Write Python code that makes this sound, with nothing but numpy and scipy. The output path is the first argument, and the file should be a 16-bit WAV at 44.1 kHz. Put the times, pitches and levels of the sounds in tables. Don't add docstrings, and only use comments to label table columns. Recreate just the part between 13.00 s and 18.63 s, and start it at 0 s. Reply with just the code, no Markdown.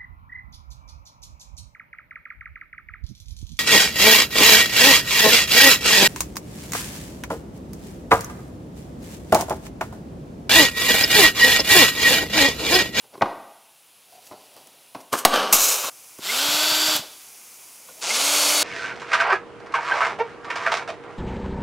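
import sys
import numpy as np
from scipy import signal
from scipy.fft import rfft, irfft
from scipy.io import wavfile
from scipy.ndimage import uniform_filter1d, map_coordinates

SR = 44100
rng = np.random.default_rng(int(sys.argv[2]) if len(sys.argv) > 2 else 0)


def materialize(psi):
    bounded = np.clip(np.atleast_2d(psi).T, -1, 1)
    quanta = np.round(bounded * 32767).astype(np.int16)
    wavfile.write(sys.argv[1], SR, quanta)


def convert_level_to_amplitude(level_db):
    exponent = np.asarray(level_db, float) / 20
    return 10 ** exponent


N = 248272
NEARER_S = 2.898

# (frequency [Hz], density [dB per Hz])
FAR_LEAK_COLOUR = [(40, -45), (70, -18), (130, -11.5), (300, -15), (650, -9.5), (950, -9), (1900, -14),
                   (2700, -6.5), (4400, -11.5), (8500, -13), (10200, -5), (11500, -12.5), (14500, -11.5),
                   (16000, -19.5)]
NEAR_LEAK_COLOUR = [(40, -45), (70, -16.5), (220, -14.5), (550, -10), (1060, -7.5), (1780, -12.5),
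                    (2350, -3.5), (3900, -11.5), (6000, -5.5), (8500, -4), (10300, -4), (12400, -8.5),
                    (15000, -5.5), (16000, -17.5)]
# (time [s], peak [dB], thud re peak [dB], snap re peak [dB], contact T60 [s])
SKI_KNOCKS = [(0.04, -41.5, -9, -13, 0.015), (0.139, -35, -10.5, -10.5, 0.051),
              (0.151, -35.5, -6, -18, 0.034), (0.176, -40.5, 5.5, -4.5, 0.05), (0.21, -10, -10, -25, 0.026),
              (0.219, -.3, -11, -17.5, 0.042), (0.256, -19.5, -6, -20.5, 0.052),
              (1.311, -32.5, -5.5, -23, 0.055), (1.122, -52, -10, 3, .015), (1.54, -56, -10, 5, .012),
              (1.565, -41, -18, 1.5, 0.016), (1.671, -47, -9, 1.5, 0.046), (1.947, -28.5, -9, -8, 0.083),
              (2.127, -14, -20, -9.5, 0.083), (2.25, -1, -16.5, -2, 0.056),
              (2.526, -13.5, -15.5, 3.2, 0.06), (2.84, -21, -16, -2.5, 0.034),
              (3.185, -34.5, 0.5, -2, 0.0396), (4.885, -39, -32, -8, 0.04)]
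# (frequency [Hz], level [dB], T60 [s])
SKI_MODES = [(625, 0.5, 0.011), (824, -1, 0.014), (1027, 1, 0.015), (1250, -3, 0.0086), (1485, -8, 0.011),
             (2190, -9, .006), (2850, -17, .004)]
BENCH_MODES = [(126, -15, 0.043), (210, -4.5, 0.088), (306, 3.5, .03), (404, 4.5, 0.042),
               (510, -6.5, 0.037)]
# (frequency [Hz], T60 [s])
SHOP_DECAY = [(100, 0.67), (600, 0.84), (2000, 0.79), (5000, 0.77), (12000, 0.26)]
# (loudest [s], 20 dB rise [s], 20 dB fall [s], scrape [dB], brightness [dB])
RUB_STROKES = [(.042, .012, 0.063, -57.5, -9.5), (.142, .025, 0.059, -52.5, -11),
               (1.15, 0.26, 0.13, -55.5, 3), (1.27, .1, .1, -51, 6.5), (1.325, .02, .045, -54.5, -18.5),
               (1.42, .2, 0.61, -55.5, -1.2), (1.575, 0.035, .06, -57, -4), (1.7, 0.32, .35, -61, -1.5),
               (1.951, .003, 0.047, -50, -19), (2.008, .012, .02, -46.5, 4), (.265, .03, .12, -51, -22),
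               (4.02, .03, .14, -58, -16), (4.885, .1, .18, -54, -1), (5.0, .06, 0.028, -51, 0)]
DRAG_STROKES = [
    (2.13, .01, .045, -27, 10.5),
    (2.133, .008, .045, -33, -14),
    (2.19, 0.04, .04, -32, 13.5),
    (2.27, 0.0061, 0.0163, -35, -12),
    (2.34, 0.0522, 0.2328, -20.5, -3.5),
]
SLIDE_STROKES = [
    (2.531, 0.0063, .1, -14.5, 3.5),
    (2.63, 0.097, .3, -21, 5),
    (2.72, 0.27, 0.22, -30.5, 0.5),
    (2.88, 0.17, .05, -31.5, -3.5),
]
# (frequency [Hz], density [dB per Hz])
RUB_TONE = [(59, -50), (100, -8.5), (206, -9), (524, -1.5), (595, 2), (1030, -6), (1170, -17), (1310, -10),
            (1650, -21.5), (4570, -13), (16000, -14)]
DRAG_TONE = [(88, -40), (150, -15), (205, -6.5), (637, 1), (1060, -5), (1140, 6), (1360, -3.5),
             (1540, -3.5), (1940, -19), (3160, -8), (3490, -15.5), (12700, -11), (16000, -24)]
SLIDE_TONE = [(180, -29.5), (300, -17.5), (555, -6), (978, -8), (1140, -3), (1930, -15.5), (2700, 1),
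              (3460, -3), (4230, -1), (4750, -6), (6700, .5), (9390, -6), (14000, -2.5), (16000, -13.5)]
# (time [s], level [dB], length [s], pitch [Hz])
RUBBER_SLIPS = [
    (1.088, -60.5, .038, 720),
    (1.145, -51, .054, 716),
    (1.192, -55.5, .04, 720),
    (1.574, -53, .015, 1190),
    (4.896, -56, .025, 1450),
    (4.91, -50, .04, 520),
    (4.995, -50.5, .05, 620),
    (5.04, -46, .04, 700),
]
# (pull [s], release [s], full-speed rush [dB], time to bite [s], full-speed gear whine [dB])
TRIGGER_PULLS = [
    (3.185, 3.965, -19.5, 0.031, -25.5),
    (5.006, 5.7, -18.5, .007, -28.5),
]
# (time [s], speed [turns per s])
FIRST_RUN_SPEED = [(3.19, 110), (3.335, 243), (3.38, 270), (3.45, 288), (3.52, 297), (3.62, 304),
                   (3.76, 308.7), (3.92, 309.2), (4.0, 285)]
SECOND_RUN_SPEED = [(5.0, 104), (5.11, 212), (5.14, 238), (5.175, 259), (5.22, 275), (5.28, 288),
                    (5.34, 294.5), (5.41, 298.4), (5.63, 298.6)]
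# (frequency [Hz], density [dB per Hz])
RUSH_COLOURS = [
    [(250, -24), (420, -10), (528, -12), (605, -4.5), (663, -6.5), (1490, -6), (1760, -15), (3440, -6.5),
     (5260, -10), (6420, -14.5), (7360, -10), (8830, -19.5), (12900, -14.5), (16000, -24)],
    [(130, -28.5), (420, -10), (587, -5), (1100, -6.5), (1360, -5.5), (1870, -12.5), (2140, -4), (4250, -5),
     (4590, -3.5), (5030, -4.5), (6920, -4), (7700, -7), (9980, -8), (16000, -20.5)],
]
# (multiple of motor turn [-], first run [dB], second run [dB])
MOTOR_TONES = [(1, -40, -41.5), (2, -37.5, -39), (3, -42, -45), (4, -46, -47), (5, -42, -46),
               (10, -40, -42), (12, -40, -45), (13, -42, -41), (14, -48, -41), (17, -42, -48),
               (20, -42, -41), (24, -46, -44), (30, -48, -42), (50, -53, -49)]
PLANET_TONES = [(11.255, -32.5, -37), (22.51, -46, -37)]
# (time [s], peak [dB])
GRIP_JOLTS = [
    (3.188, -39),
    (3.484, -29.5),
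    (3.542, -33),
    (3.715, -32),
    (3.882, -33),
    (3.95, -30),
    (3.992, -29.5),
]


def rms_one(x):
    return x / np.sqrt(np.mean(x ** 2) + 1e-20)


def in_time(rows):
    s, *columns = np.transpose(rows)
    return [np.interp(np.arange(N) / SR, s, c) for c in columns]


def sounding(rows, fade_s):
    t = np.arange(N) / SR
    return np.clip(np.minimum(t - rows[0][0], rows[-1][0] + fade_s - t) / fade_s, 0, 1)


def from_slow(values):
    return np.interp(np.arange(N) / 32, np.arange(len(values)), values)


def at_hz(points, hz):
    points_hz, db = np.transpose(points)
    return np.interp(np.log(np.maximum(hz, 1)), np.log(points_hz), db)


def coloured(x, spectrum):
    gain = convert_level_to_amplitude(at_hz(spectrum, np.fft.rfftfreq(N, 1 / SR)))
    return rms_one(irfft(rfft(x) * gain, N))


def split(x, low_hz, high_hz):
    bands = [(low_hz, "low"), ([low_hz, high_hz], "band"), (high_hz, "high")]
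    filters = [signal.butter(3, hz, kind, fs=SR, output="sos") for hz, kind in bands]
    return [rms_one(signal.sosfilt(sos, x)) for sos in filters]


def drift(rate):
    r = np.exp(-64 * np.pi * rate / SR)
    slow = signal.lfilter([1], [1, -2 * r, r * r], rng.standard_normal(N // 32 + 2002))[2000:]
    return from_slow(rms_one(slow))


def grains(per_s, spread_db):
    sizes = convert_level_to_amplitude(spread_db * np.minimum(rng.exponential(1, N), 4)) * rng.choice([-1, 1], N)
    return rms_one(sizes * (rng.random(N) < per_s / SR))


def ring(clicks, hz, t60):
    r, w = convert_level_to_amplitude(-60 / (t60 * SR)), 2 * np.pi * hz / SR
    return signal.lfilter([0, np.sin(w)], [1, -2 * r * np.cos(w), r * r], clicks + 1e-18)


def dying(events):
    out, t = np.zeros(N + SR), np.arange(SR // 2) / SR
    for start_s, peak_db, t60 in events:
        i = round(start_s * SR)
        attack = np.clip(t / .0006, 0, 1)
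        out[i:i + len(t)] += convert_level_to_amplitude(peak_db - 60 * t / np.clip(t60, .003, .2)) * attack
    return out[:N]


def far_leak():
    rise_db = 1.7 * np.clip(np.arange(N) / SR - 1.05, 0, 1)
    level_db = -55.5 + rise_db + .5 * drift(1.7)
    return convert_level_to_amplitude(level_db) * coloured(rng.standard_normal(N), FAR_LEAK_COLOUR)


def knocks():
    s, peak_db, thud_db, snap_db, t60 = np.transpose(SKI_KNOCKS)
    contact = dying(zip(s, peak_db, t60)) * rng.standard_normal(N)
    thud = dying(zip(s, peak_db + thud_db, t60)) * rng.standard_normal(N)
    _, snap, crack = split(rng.standard_normal(N), 1900, 5100)
    snap = snap * dying(zip(s, peak_db + snap_db - 6.5, 0.85 * t60))
    crack_db = peak_db + 2.5 * snap_db + 1.0
    crack = crack * dying(zip(s, crack_db, 0.65 * t60))
    ski, bench = 0, 0
    for k, (hz, db, decay) in enumerate(SKI_MODES):
        ski = ski + convert_level_to_amplitude(db - 19.5) * ring(contact, hz, decay) * (-1) ** k
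    for k, (hz, db, decay) in enumerate(BENCH_MODES):
        bench = bench + convert_level_to_amplitude(db - 23) * ring(thud, hz, decay) * (-1) ** k
    return ski + bench + snap + crack


def shop_tail():
    t, edges, tail = np.arange(SR) / SR, 70 * 2.0 ** np.arange(0, 8.1, .5), 0
    for low, high in zip(edges, edges[1:]):
        band = signal.butter(2, [low, high], "band", fs=SR, output="sos")
        noise = signal.sosfilt(band, rng.standard_normal(SR))
        tail = tail + noise * convert_level_to_amplitude(-60 * t / at_hz(SHOP_DECAY, np.sqrt(low * high)))
    low_cut = signal.butter(2, 190, "high", fs=SR, output="sos")
    tail = signal.sosfilt(low_cut, tail)
    tail = tail * np.clip((t - .004) / 0.0037, 0, 1)
    return tail / np.sqrt(np.sum(tail ** 2))


def shop(x, wet_db, tail):
    return x + convert_level_to_amplitude(wet_db) * signal.fftconvolve(x, tail)[:N]


def friction(strokes, colour, mix_db):
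    grit = 0.85 * rng.standard_normal(N) + grains(2500 * convert_level_to_amplitude(3.0 * drift(25)), spread_db=3.0)
    pitches = np.geomspace(2200, 14000, 12) * rng.uniform(.93, 1.07, 12)
    streaks = sum(convert_level_to_amplitude(3 * drift(5)) * rms_one(ring(grit, hz, t60=30 / hz)) for hz in pitches)
    layers = split(coloured(grit + 0.1 * streaks, colour), 1800, 5000)
    s, rise_s, fall_s, scrape_db, bright_db = np.transpose(strokes)[:, :, None]
    late = np.arange(0, N + 32, 32) / SR - s
    slow_db = -20 * np.maximum(-late / rise_s, late / fall_s)
    fades = (0.83, 1.06, 1.33)
    out = 0
    for k, layer in enumerate(layers):
        level_db = scrape_db - 2.5 + mix_db[k] + (k - 1) * bright_db + fades[k] * slow_db
        out = out + layer * from_slow(convert_level_to_amplitude(level_db).sum(axis=0))
    return out


def squeaks():
    t, grit, out = np.arange(N) / SR, rng.standard_normal(N), 0
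    for s, db, length, hz in RUBBER_SLIPS:
        swell = np.exp(-((t - s) / length * 2.06) ** 2)
        out = out + convert_level_to_amplitude(db) * swell * rms_one(ring(grit, hz, t60=0.068))
    return out


def near_leak():
    leak = coloured(rng.standard_normal(N), NEAR_LEAK_COLOUR)
    delay_ms = .18
    echo = map_coordinates(leak, [np.arange(N) - delay_ms * SR / 1000], order=3, mode="wrap")
    return convert_level_to_amplitude(-46 + .5 * drift(1.6)) * rms_one(leak + convert_level_to_amplitude(-13.5) * echo)


def drill(pull, speed, which):
    pull_s, release_s, full_db, bite_s, whine_db = pull
    t = np.arange(N) / SR
    turns = uniform_filter1d(in_time(speed)[0], size=900)
    phase = 2 * np.pi * np.cumsum(turns) / SR
    share = turns / turns.max()
    speed_db = 20 * np.log10(share)
    bite_db = -32 * np.exp(-np.maximum(t - pull_s, 0) / bite_s)
    brake_db = -330 * np.maximum(t - release_s, 0)
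    rush_db = full_db + 1.14 * speed_db + bite_db + brake_db

    chuck = convert_level_to_amplitude(0.54 * np.sin(phase / 12.4) + .5 * drift(18))
    rattle = rng.standard_normal(N) + .5 * grains(5000, spread_db=2.5)
    rattle = rattle * (1 + .25 * np.cos(phase))
    low, middle, high = split(coloured(rattle, RUSH_COLOURS[which]), 1755, 8460)
    gusts = split(rng.standard_normal(N), 1400, 2800)[0]
    whoosh = gusts * np.sqrt(2) * np.cos(39 * phase)
    high = rms_one(high + convert_level_to_amplitude(-8.5) * whoosh)
    rumble_db = (-10, -8.5)[which]
    hiss_db = (-7.5, -5.5)[which] + (-.3, 2.3)[which] * speed_db
    rush = convert_level_to_amplitude(rush_db - 2.0) * chuck * (convert_level_to_amplitude(rumble_db) * low + middle + convert_level_to_amplitude(hiss_db) * high)

    lock_db = (9.5, 4.8)[which] * np.tanh((1 - share) / (.033, .015)[which])
    whine_db = whine_db - (1.2, .25)[which] * speed_db ** 2 - lock_db
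    slack_db = 3 * speed_db
    effort_db = .5 * (rush_db - rush_db.max())
    on = (t > pull_s) & (t < speed[-1][0] + .05)
    slack_db, effort_db, phase, turns = slack_db[on], effort_db[on], phase[on], turns[on]
    tones = convert_level_to_amplitude(whine_db[on] + effort_db) * np.sin(15 * phase)
    for multiple, *level_db in MOTOR_TONES + PLANET_TONES:
        steepness, waver = .9, .25
        if multiple > 2:
            steepness, waver = (.8 if multiple % 1 else 1.5), 1
        wander_db = 2 * waver * drift(6.5)[on]
        gain = convert_level_to_amplitude(level_db[which] + steepness * slack_db + effort_db + wander_db)
        tones += gain * np.sin(multiple * phase + .5 * waver * drift(15)[on] + rng.uniform(0, 2 * np.pi))
    housing = convert_level_to_amplitude(-23.5) / (1 + ((10 * turns - 2116) / 220 * 2) ** 2) ** 2
    tones += housing * np.sin(10 * phase)
    gate = sounding(speed, fade_s=0.0067) * convert_level_to_amplitude(.6 * brake_db)
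    rush[on] += np.sqrt(2) * tones * gate[on]
    return (t > pull_s) * rush


def jolts():
    clicks = np.zeros(N)
    for s, db in GRIP_JOLTS:
        clicks[round(s * SR)] = convert_level_to_amplitude(db)
    soft = signal.fftconvolve(clicks, np.hanning(SR // 300))[:N]
    thumps = ring(soft, 157, t60=0.061) + 0.94 * ring(soft, 227, t60=0.093)
    brake = dying([(3.962, -18.5, .03)]) * split(rng.standard_normal(N), 9700, 14500)[1]
    return convert_level_to_amplitude(-42.0) * thumps + brake


def scene():
    near = np.clip((np.arange(N) / SR - NEARER_S) / 0.0026, 0, 1)
    handling = knocks() + squeaks()
    handling += friction(RUB_STROKES, RUB_TONE, (-1.5, 0, -1))
    handling += friction(DRAG_STROKES, DRAG_TONE, (-0.1, 2.5, -6))
    handling += friction(SLIDE_STROKES, SLIDE_TONE, (-4.5, -.3, 2.2)) * (1 - near)
    tool = drill(TRIGGER_PULLS[0], FIRST_RUN_SPEED, which=0)
    tool += drill(TRIGGER_PULLS[1], SECOND_RUN_SPEED, which=1) + jolts()
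    tail = shop_tail()
    far_sound = shop(handling, -13, tail) + far_leak()
    near_sound = shop(near * handling + tool, -18.5, tail) + near_leak()
    mono = (1 - near) * far_sound + near * near_sound
    return np.array([mono, mono])


def roll_off(x):
    return signal.sosfilt(signal.butter(12, 16430, fs=SR, output="sos"), x)


def record(dry):
    heard = signal.sosfilt(signal.butter(2, 89, "high", fs=SR, output="sos"), dry)
    heard = signal.sosfilt(signal.ellip(10, .3, 60, 15760, fs=SR, output="sos"), heard)
    overload = np.maximum(np.abs(heard) - .55, 0)
    settle = np.exp(-1 / (.06 * SR))
    drained = signal.lfilter([1], [1, -settle], overload)
    offset = -convert_level_to_amplitude(-57.5) * uniform_filter1d(drained, size=300, origin=149)
    return roll_off(np.clip(heard, -1, 1) + offset)


dry = scene()
out = record(dry)
materialize(out)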